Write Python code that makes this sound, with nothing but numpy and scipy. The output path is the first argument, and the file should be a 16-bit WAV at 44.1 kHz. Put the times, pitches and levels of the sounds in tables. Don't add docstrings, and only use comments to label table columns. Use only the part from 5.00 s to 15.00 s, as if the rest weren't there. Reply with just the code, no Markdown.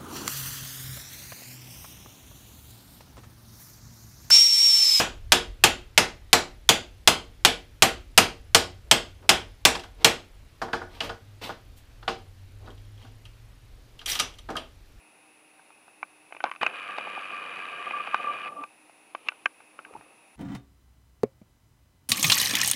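import sys
import numpy as np
from scipy import signal
from scipy.io import wavfile
from scipy.ndimage import uniform_filter1d

SR = 44100
rng = np.random.default_rng(int(sys.argv[2]) if len(sys.argv) > 2 else 0)


def digitize_waveform(pressure):
    field = np.atleast_2d(pressure).T
    bounded = np.clip(field, -1, 1)
    quanta = np.round(bounded * 32767).astype(np.int16)
    wavfile.write(sys.argv[1], SR, quanta)


def ratio(d):
    e = np.asarray(d, float) / 20
    return 10 ** e


N = 440986
LEAD = 750

# (time [s], level [dB], squareness [dB], favoured pitch [Hz])
HAMMER_BLOWS = [(0.3209, -0.46, 0.6, 3460), (0.6392, -0.16, 2, 2980), (0.9777, -0.75, -1, 2220),
                (1.3308, 1.2, -2.2, 2065), (1.6915, 0.53, 0.2, 3240), (2.0754, -0.2, .9, 3240),
                (2.4499, -0.65, -0.8, 3240), (2.823, -0.85, 2, 2190), (3.1775, -0.66, 2, 2520),
                (3.5476, -0.5, 1.96, 4920), (3.913, 0, -0.1, 3200), (4.2927, -0.84, -0.3, 3150),
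                (4.6523, 0, -1, 2620), (5.0462, 0, -0.7, 2290)]
# (time after -LEAD [s], level [dB], squareness [dB], favoured pitch [Hz])
PRIOR_BLOW = (0, -0.5, -2.5, 2999)
# (time [s], level [dB], weight [dB], hardness [dB], favoured pitch [Hz])
TOOL_CLINKS = [(4.2248, -62, 6, -17, 982), (4.243, -66, 8, -15, 920), (4.7516, -24.5, -3, -17, 1060),
               (4.7944, -33, -11.5, -13, 2800), (4.8358, -40, 0, -12, 3230), (5.6171, -33, 7.5, -15, 1000),
               (5.6835, -55.5, 17.5, -48, 1550), (5.7315, -24.5, 4, -43, 1600), (5.815, -48, 15, -33, 1560),
               (6.0053, -18, -8.5, -30, 2880), (6.0936, -32, 3.5, -30, 1450), (6.4931, -41, 8.5, -29, 1078),
               (7.0277, -47, 1.5, -31, 1385), (7.0788, -21, 1.5, -53, 2705),
               (7.6742, -52, 8.5, -16.5, 1070), (8.049, -58, 8, -27, 700), (9.4885, -43.5, 13, -29, 400)]
# (time [s], level [dB], weight [dB], hardness [dB], favoured pitch [Hz])
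PART_KNOCKS = [(8.992, -32.5, -15, -32, 3020), (9.0143, -36.5, -7, -29, 1440), (9.0597, -21, -13, 1, 3170),
               (9.0786, -22, -38, -6, 4540), (9.0994, -23, -39, 5, 3960), (9.1164, -20, -44, -4, 5350),
               (9.128, -26, -26, -1, 3210), (9.1526, -17.5, -8, -7.5, 3050), (9.191, -14.5, -13, -15, 5070),
               (9.198, -9.5, -18.5, -7.5, 1310), (9.3384, -42.5, -23, -6, 3240),
               (9.3855, -38.5, -9, -4, 3330), (9.502, -39, -6, -8, 599), (9.555, -37.5, 13, -24, 630),
               (9.5677, -19.5, 0, -15, 2980)]
# (time [s], level [dB], favoured pitch [Hz])
FINGER_TICKS = [
    (7.6596, -50, 3780),
    (7.704, -40.5, 3240),
    (7.7194, -57, 3050),
    (7.7777, -49, 3230),
    (7.8497, -53, 3350),
    (7.9774, -47, 3250),
    (7.9984, -52, 2880),
    (8.026, -44, 2950),
    (8.0694, -51, 2860),
    (8.2529, -36, 2850),
]
# (start [s], length [s], peak position [share], peak level [dB], weight [dB])
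SLIDE_STROKES = [(3.801, .095, .8, -74, 9), (4.181, 0.086, .7, -65, 8), (4.956, 0.079, 0.81, -45, 0),
                 (5.88, 0.15, 0.48, -48, -3), (6.022, 0.076, 0.26, -34, -3), (6.41, 0.12, .25, -33, -5),
                 (6.756, .055, .4, -56.5, -30.5), (7.591, 0.14, 0.52, -57.5, 5),
                 (7.956, 0.13, 0.49, -54.5, -3.5), (9.06, .13, .3, -25.5, -20.5),
                 (9.498, 0.049, 0.071, -44, 8)]
# (time [s], level [dB])
BENCH_THUMPS = [
    (6.03, -44),
    (7.081, -40),
    (7.68, -51.5),
    (8.04, -48),
    (9.49, -40),
    (9.555, -46),
]
# (frequency [Hz], level [dB per Hz])
VICE_BODY = [(35, -38), (60, -6), (194, -11), (532, -14.5), (673, 0.5), (1130, -4), (1460, -5), (2230, -4),
             (3170, 1), (3730, -2), (7550, -8), (14200, -20.5), (16400, -52)]
# (frequency [Hz], T60 [s])
VICE_DECAY = [(100, 0.098), (400, 0.32), (1500, .07), (4000, 0.037), (8000, 0.073), (14000, 0.018)]
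# (frequency [Hz], level [dB], T60 [s])
VICE_RINGS = [(59, -10, 0.46), (94.53, -6, 0.48), (205.6, -12.5, 0.27), (248, -10.5, 0.33),
              (363.6, -5.5, 0.37), (464.6, -5.5, 0.49), (662, -9.5, 0.16), (777.7, -7, 0.36),
              (1240, -11, 0.076), (1462, -10, 0.67), (2360, -7, .13), (2540, -14, .13), (3240, -11.5, 0.51),
              (3460, -11, .12), (4920, -12, 0.26), (7400, -15.5, 0.26), (10070, -23, 0.15),
              (11600, -20, 0.15), (14700, -22.5, .12)]
# (frequency [Hz], level [dB], T60 [s])
PART_RINGS = [(1231, 2.5, 0.11), (2850, -4.5, 0.11), (3210, -1, 0.16), (3860, -2, 0.17), (4460, -11.5, .1),
              (4900, -4.5, 0.14), (5700, -1.5, 0.097), (5920, 3, 0.11), (6560, -15, .15),
              (9200, -3.5, 0.087), (11280, -6, 0.054)]
# (frequency [Hz], T60 [s])
ROOM_DECAY = [(100, 0.39), (300, .35), (1000, 0.28), (3000, 0.28), (7000, 0.25), (11000, .2), (15500, 0.11)]
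# (start [s], end [s], first pitch [Hz], last pitch [Hz], level [dB])
GEAR_PULLS = [
    (5.753, 6.551, 85, 109.5, -46.5),
    (6.948, 7.2, 111, 96.3, -49.5),
    (7.148, 8.551, 91, 112.5, -46),
    (8.578, 9.198, 113, 119.9, -55.5),
]
# (time [s], level [dB])
IDLE_LEVEL = [(0.0, -61), (3.06, -61.5), (3.84, -51), (5.4, -62), (5.7, -59.5)]
# (time [s], pitch [Hz], level [dB])
SECOND_ENGINE = [(0, 57.97, -58), (5., 59, -53.5), (5.5, 59, -73.5), (7.8, 60, -74.5), (8.2, 62.4, -62),
                 (9.2, 71.1, -68), (10., 77.6, -73)]
# (frequency [Hz], level [dB per Hz])
AIR_SPECTRUM = [(11, -41), (18, -23.5), (49, -9.5), (65, -17), (79, -12), (102, -17.5), (175, -35),
                (268, -32), (308, -34.5), (1050, -43), (2190, -43), (4090, -46), (10700, -57),
                (14700, -55.5), (16000, -67)]
# (time [s], level [dB])
TRAFFIC_RUMBLE = [(0.0, -47.5), (1.6, -48.5), (5.2, -54), (5.8, -54), (10.0, -52.5)]

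# usual level [dB], gain [dB per dB of squareness]
BLOW_TILT_DB, TILT_PER_SQUARE = (-26.5, -11, -9.5), (2.2, 0.23, 0.99)
TICK_TILT_DB = (-25, -17, -20)
# (offset [dB], slope [dB per dB])
CLINK_THUD, CLATTER_THUD = (-13, 1.3), (-10.5, .7)
SLIDE_THUD, SLIDE_SPARKLE = (1.6, 1.8), (-14.5, -.6)
SLIDE_START_DB, SLIDE_END_DB, END_WEIGHT_DB = -40, -22, 5
BLOW_CRACK_DB, CLINK_CRACK_DB, CLATTER_CRACK_DB = -9, -12, -15
CRACK_S, CRACK_HZ, SOFT_CRACK_HZ = .0022, (1210, 7000), (900, 5200)
CONTACT_ADVANCE_S = .0008
BENCH_HZ, BENCH_T60_S, BENCH_RISE_S = np.array([252, 268]), np.array([.25, .2]), 0.0089
GEAR_EDGE_S, GEAR_WAVER_DB = 0.074, 1
AIR_DB, RUMBLE_SWELL_DB = -50.5, 3.5
WHINE_HZ, WHINE_DB, WHINE_START_S, FRAME_RATE_HZ = 10400, -80.5, .004, 29.97
EDGE_HZ = 15600


def read(points, hz):
    f, value = np.transpose(points)
    return np.interp(np.log(hz + 1), np.log(f + 1), value)


def evened(x):
    return x / np.sqrt(np.mean(x ** 2) + 1e-20)


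def add(mix, s, sound):
    part = mix[max(round(s * SR) + LEAD, 0):][:len(sound)]
    part += sound[:len(part)]


def bandpass(x, order, edges_hz):
    return signal.sosfilt(signal.butter(order, edges_hz, "band", fs=SR, output="sos"), x)


def bank(hz, t60, length_s=.3):
    t = np.arange(round(length_s * SR)) / SR
    return ratio(-60 * t / t60[:, None]) * np.sin(2 * np.pi * hz[:, None] * t)


def colour_db(hz, thud, knock, sparkle):
    points = [(140, thud - 7), (300, thud), (700, knock), (1600, knock),
              (2400, 0.0027), (4800, 0.00064), (7000, sparkle)]
    return read(points, hz)


def strike(rows, rings, rings_db, longest_s, held_s, rise_s, favour_db, usual, trim_db, count=900):
    place = (np.arange(count) + rng.random(count)) / count
    hz = 50 + 15300 * place ** 1.6
    body_t60 = read(VICE_DECAY, hz)
    body = ratio(read(VICE_BODY, hz)) * np.sqrt(place ** .6 / body_t60)
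    ring_hz, ring_db, ring_t60 = np.transpose(rings)
    weights = np.append(evened(body), np.sqrt(count / len(rings)) * ratio(ring_db + rings_db))
    hz = np.append(hz, ring_hz)
    t60 = np.append(body_t60, np.minimum(ring_t60, longest_s))
    modes = bank(hz, 1 / (1 / t60 + 1 / held_s), 0.14)
    t = np.arange(modes.shape[1]) / SR
    shape = (1 - np.exp(-t / rise_s)) * np.minimum(1, (t[-1] - t) / 0.032)
    luck = np.tanh(3.2 * rng.standard_normal((len(rows), len(hz))))
    out = np.zeros((2, N + LEAD))
    for (s, db, thud, knock, sparkle, favoured_hz), chance in zip(rows, luck):
        favoured = ratio(favour_db * np.exp(-(np.log(hz / favoured_hz) / 0.15) ** 2))
        tilt = np.subtract((thud, knock, sparkle), usual)
        coloured = weights * favoured * ratio(colour_db(hz, *tilt))
        near_2900 = abs(np.log(hz / 2900)) < .55
        upper = (weights * favoured * chance * near_2900) @ modes[:, :300]
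        direct = ratio(db + trim_db) * shape * (coloured * chance @ modes) / np.sqrt(np.mean(upper ** 2))
        around = (coloured * (1 + .8 * chance) @ modes) * (shape > 0)
        around = bandpass(around, 2, (110, 15000))
        add(out[0], s - CONTACT_ADVANCE_S, direct)
        add(out[1], s - CONTACT_ADVANCE_S, around * np.linalg.norm(direct) / np.linalg.norm(around))
    return out


def cracks(rows, trim_db, edges_hz, order):
    t, out = np.arange(600) / SR, np.zeros(N + LEAD)
    noise = bandpass(rng.standard_normal((len(rows), len(t))), order, edges_hz)
    for (s, db, *_), snap in zip(rows, noise):
        add(out, s - CONTACT_ADVANCE_S, ratio(db + trim_db) * np.exp(-t / CRACK_S) * evened(snap))
    return out


def weighted(rows, thud):
    return [(s, db, thud[0] + thud[1] * weight, weight, hard, hz) for s, db, weight, hard, hz in rows]


def hammer():
    first = (PRIOR_BLOW[0] - LEAD / SR, *PRIOR_BLOW[1:])
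    blows = []
    for s, db, square, hz in [first] + list(HAMMER_BLOWS):
        blows.append((s, db, *(BLOW_TILT_DB + square * np.array(TILT_PER_SQUARE)), hz))
    ringing = strike(blows, VICE_RINGS, rings_db=-9, longest_s=0.57, held_s=1.6, rise_s=0.00016,
                     favour_db=4.1, usual=(-24, -12, -10), trim_db=-8.0)
    return ringing + cracks(blows, BLOW_CRACK_DB, CRACK_HZ, order=1)


def clinks():
    ringing = strike(weighted(TOOL_CLINKS, CLINK_THUD), VICE_RINGS, rings_db=-4, longest_s=0.35,
                     held_s=0.66, rise_s=0.0016, favour_db=3.9, usual=(-16, -9, -6), trim_db=-4)
    return ringing + cracks(TOOL_CLINKS, CLINK_CRACK_DB, SOFT_CRACK_HZ, order=2)


def clatter():
    contacts = [(s, db, *TICK_TILT_DB, hz) for s, db, hz in FINGER_TICKS]
    contacts += weighted(PART_KNOCKS, CLATTER_THUD)
    ringing = strike(contacts, PART_RINGS, rings_db=-2.0, longest_s=0.088, held_s=0.39, rise_s=.0015,
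                     favour_db=12.4, usual=(-16, -9, -6), trim_db=-9)
    return ringing + cracks(contacts, CLATTER_CRACK_DB, CRACK_HZ, order=1)


def bench():
    out, ring = np.zeros(N + LEAD), bank(BENCH_HZ, BENCH_T60_S).sum(axis=0)
    rise = 1 - np.exp(-np.arange(len(ring)) / SR / BENCH_RISE_S)
    for s, db in BENCH_THUMPS:
        add(out, s, ratio(db) * ring * rise)
    return out


def stroke(start, length, share, db, weight):
    share = np.clip(share, .05, .95)
    at = start + length * np.array([0, share, 1])
    level = db + np.array([SLIDE_START_DB * share, 0, SLIDE_END_DB * (1 - share)])
    weight = weight + END_WEIGHT_DB * np.array([1, 0, 1])
    thud = SLIDE_THUD[0] + SLIDE_THUD[1] * weight
    sparkle = SLIDE_SPARKLE[0] + SLIDE_SPARKLE[1] * weight
    return np.transpose([at, level, thud, weight, sparkle])


def slide(rows, slips_per_s=5000, spread_db=3.5):
    s, db, thud, knock, sparkle = np.transpose(rows)
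    t = np.arange(s[0], s[-1], 1 / SR)
    out = np.zeros(len(t) + 1300)
    ranges = [((217.0, 600), thud), ((585, 1200), knock), ((4860, 17000), sparkle), ((1743, 4100), 0 * db)]
    for edges_hz, rel_db in ranges:
        grain = bandpass(np.eye(1, 1301)[0], 2, edges_hz)
        size = ratio(spread_db * np.minimum(rng.exponential(1, len(t)), 3))
        slips = size * (rng.random(len(t)) < slips_per_s / SR) * rng.choice([-1, 1], len(t))
        gain = ratio(np.interp(t, s, db + rel_db)) * signal.windows.tukey(len(t), .1)
        out += signal.fftconvolve(evened(slips) * gain / np.linalg.norm(grain), grain)
    return s[0], ratio(-5.0) * out


def slides():
    out = np.zeros(N + LEAD)
    for row in SLIDE_STROKES:
        add(out, *slide(stroke(*row)))
    return out


def room(x):
    t, out = np.arange(len(x)) / SR, np.zeros(len(x))
    for k in range(3):
        taps = np.zeros(SR // 2)
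        at = np.arange(180, SR // 2 - 20, 12)
        taps[at + rng.integers(0, 12, len(at))] = rng.choice([-1., 1.], len(at))
        hz, s, z = signal.stft(taps, SR, nperseg=256)
        tail = signal.istft(z * ratio(-60 * s / read(ROOM_DECAY, hz)[:, None]), SR, nperseg=256)[1]
        share = np.sqrt(2 / 3) * np.cos(2 * np.pi * (.9 * t + k / 3))
        out += signal.oaconvolve(x * share, tail / np.linalg.norm(tail))[:len(x)]
    return out


def whistle(hz, width):
    r = np.exp(-np.pi * width / SR)
    slow = rng.standard_normal(N) + 1j * rng.standard_normal(N)
    for _ in range(2):
        slow = signal.lfilter([1 - r], [1, -r], slow)
    carrier = np.exp(2j * np.pi * np.cumsum(hz * np.ones(N)) / SR)
    return evened((slow * carrier).real)


def engine():
    t = np.arange(N) / SR
    waver = uniform_filter1d(uniform_filter1d(rng.standard_normal(N), size=6000), size=4000)
    waver_db = GEAR_WAVER_DB * evened(waver)
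    moving = np.zeros(N)
    for start, end, first_hz, last_hz, db in GEAR_PULLS:
        hz = np.interp(t, [start, end], [first_hz, last_hz])
        firing = np.sqrt(2) * np.sin(2 * np.pi * np.cumsum(hz) / SR) + .5 * whistle(hz, 16.0)
        gate = np.clip(np.minimum(t - start, end - t) / GEAR_EDGE_S, 0, 1)
        moving += ratio(db - 4.5 + waver_db) * gate * firing
    idle = ratio(np.interp(t, *np.transpose(IDLE_LEVEL), right=-90)) * whistle(hz=95.0, width=11.0)
    s, hz, db = np.transpose(SECOND_ENGINE)
    second = ratio(np.interp(t, s, db)) * whistle(np.interp(t, s, hz), 5.2)
    hums = ratio(-55.0) * whistle(hz=42.6, width=5.9) + ratio(-58.5) * whistle(hz=23.7, width=14.)
    return moving + idle + second + hums


def air():
    frames, hz = N // 512 + 5, np.fft.rfftfreq(2048, 1 / SR)
    a, b, patches = rng.standard_normal((frames, 1025, 3)).T
    patches_db = evened(uniform_filter1d(uniform_filter1d(patches, 20, 0), 8, 1))
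    s, db = np.transpose(TRAFFIC_RUMBLE)
    gusts_db = RUMBLE_SWELL_DB * evened(uniform_filter1d(rng.standard_normal(frames), size=24))
    rumble_db = np.interp(np.arange(frames) * 512 / SR, s, db) + 49.5 + gusts_db
    swell_db = rumble_db / (1 + (hz[:, None] / 90) ** 4)
    z = (a + 1j * b) * ratio(read(AIR_SPECTRUM, hz)[:, None] + patches_db)
    steady = signal.istft(z, nperseg=2048, noverlap=1536)[1]
    swelling = signal.istft(z * ratio(swell_db), nperseg=2048, noverlap=1536)[1][:N]
    return ratio(AIR_DB) * swelling / np.sqrt(np.mean(steady ** 2))


def whine():
    t = np.arange(N) / SR
    phase = (t - WHINE_START_S) * FRAME_RATE_HZ % 1
    gate = .6 * np.exp(-((phase - .12) / .05) ** 2) + np.exp(-((phase - .3) / .06) ** 2)
    tone = np.sqrt(2) * np.sin(2 * np.pi * WHINE_HZ * t) + .5 * whistle(WHINE_HZ, 200.)
    return ratio(WHINE_DB) * evened(gate) * tone


def scene():
    direct, to_room = hammer() + clinks() + clatter() + bench() + slides()
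    near = (direct + ratio(-7) * room(to_room))[LEAD:]
    return (near + engine() + air() + whine())[None]


def top_cut(x):
    return signal.sosfilt(signal.butter(12, 16530, fs=SR, output="sos"), x)


def record(dry):
    ceiling = .95
    limited = signal.sosfilt(signal.cheby2(12, 40, EDGE_HZ + 100, fs=SR, output="sos"), dry)
    clipped = limited / (1 + abs(limited / ceiling) ** 6) ** (1 / 6)
    mix = signal.sosfilt(signal.cheby2(12, 40, EDGE_HZ + 1300, fs=SR, output="sos"), clipped)
    return top_cut(mix)


dry = scene()
out = record(dry)
digitize_waveform(out)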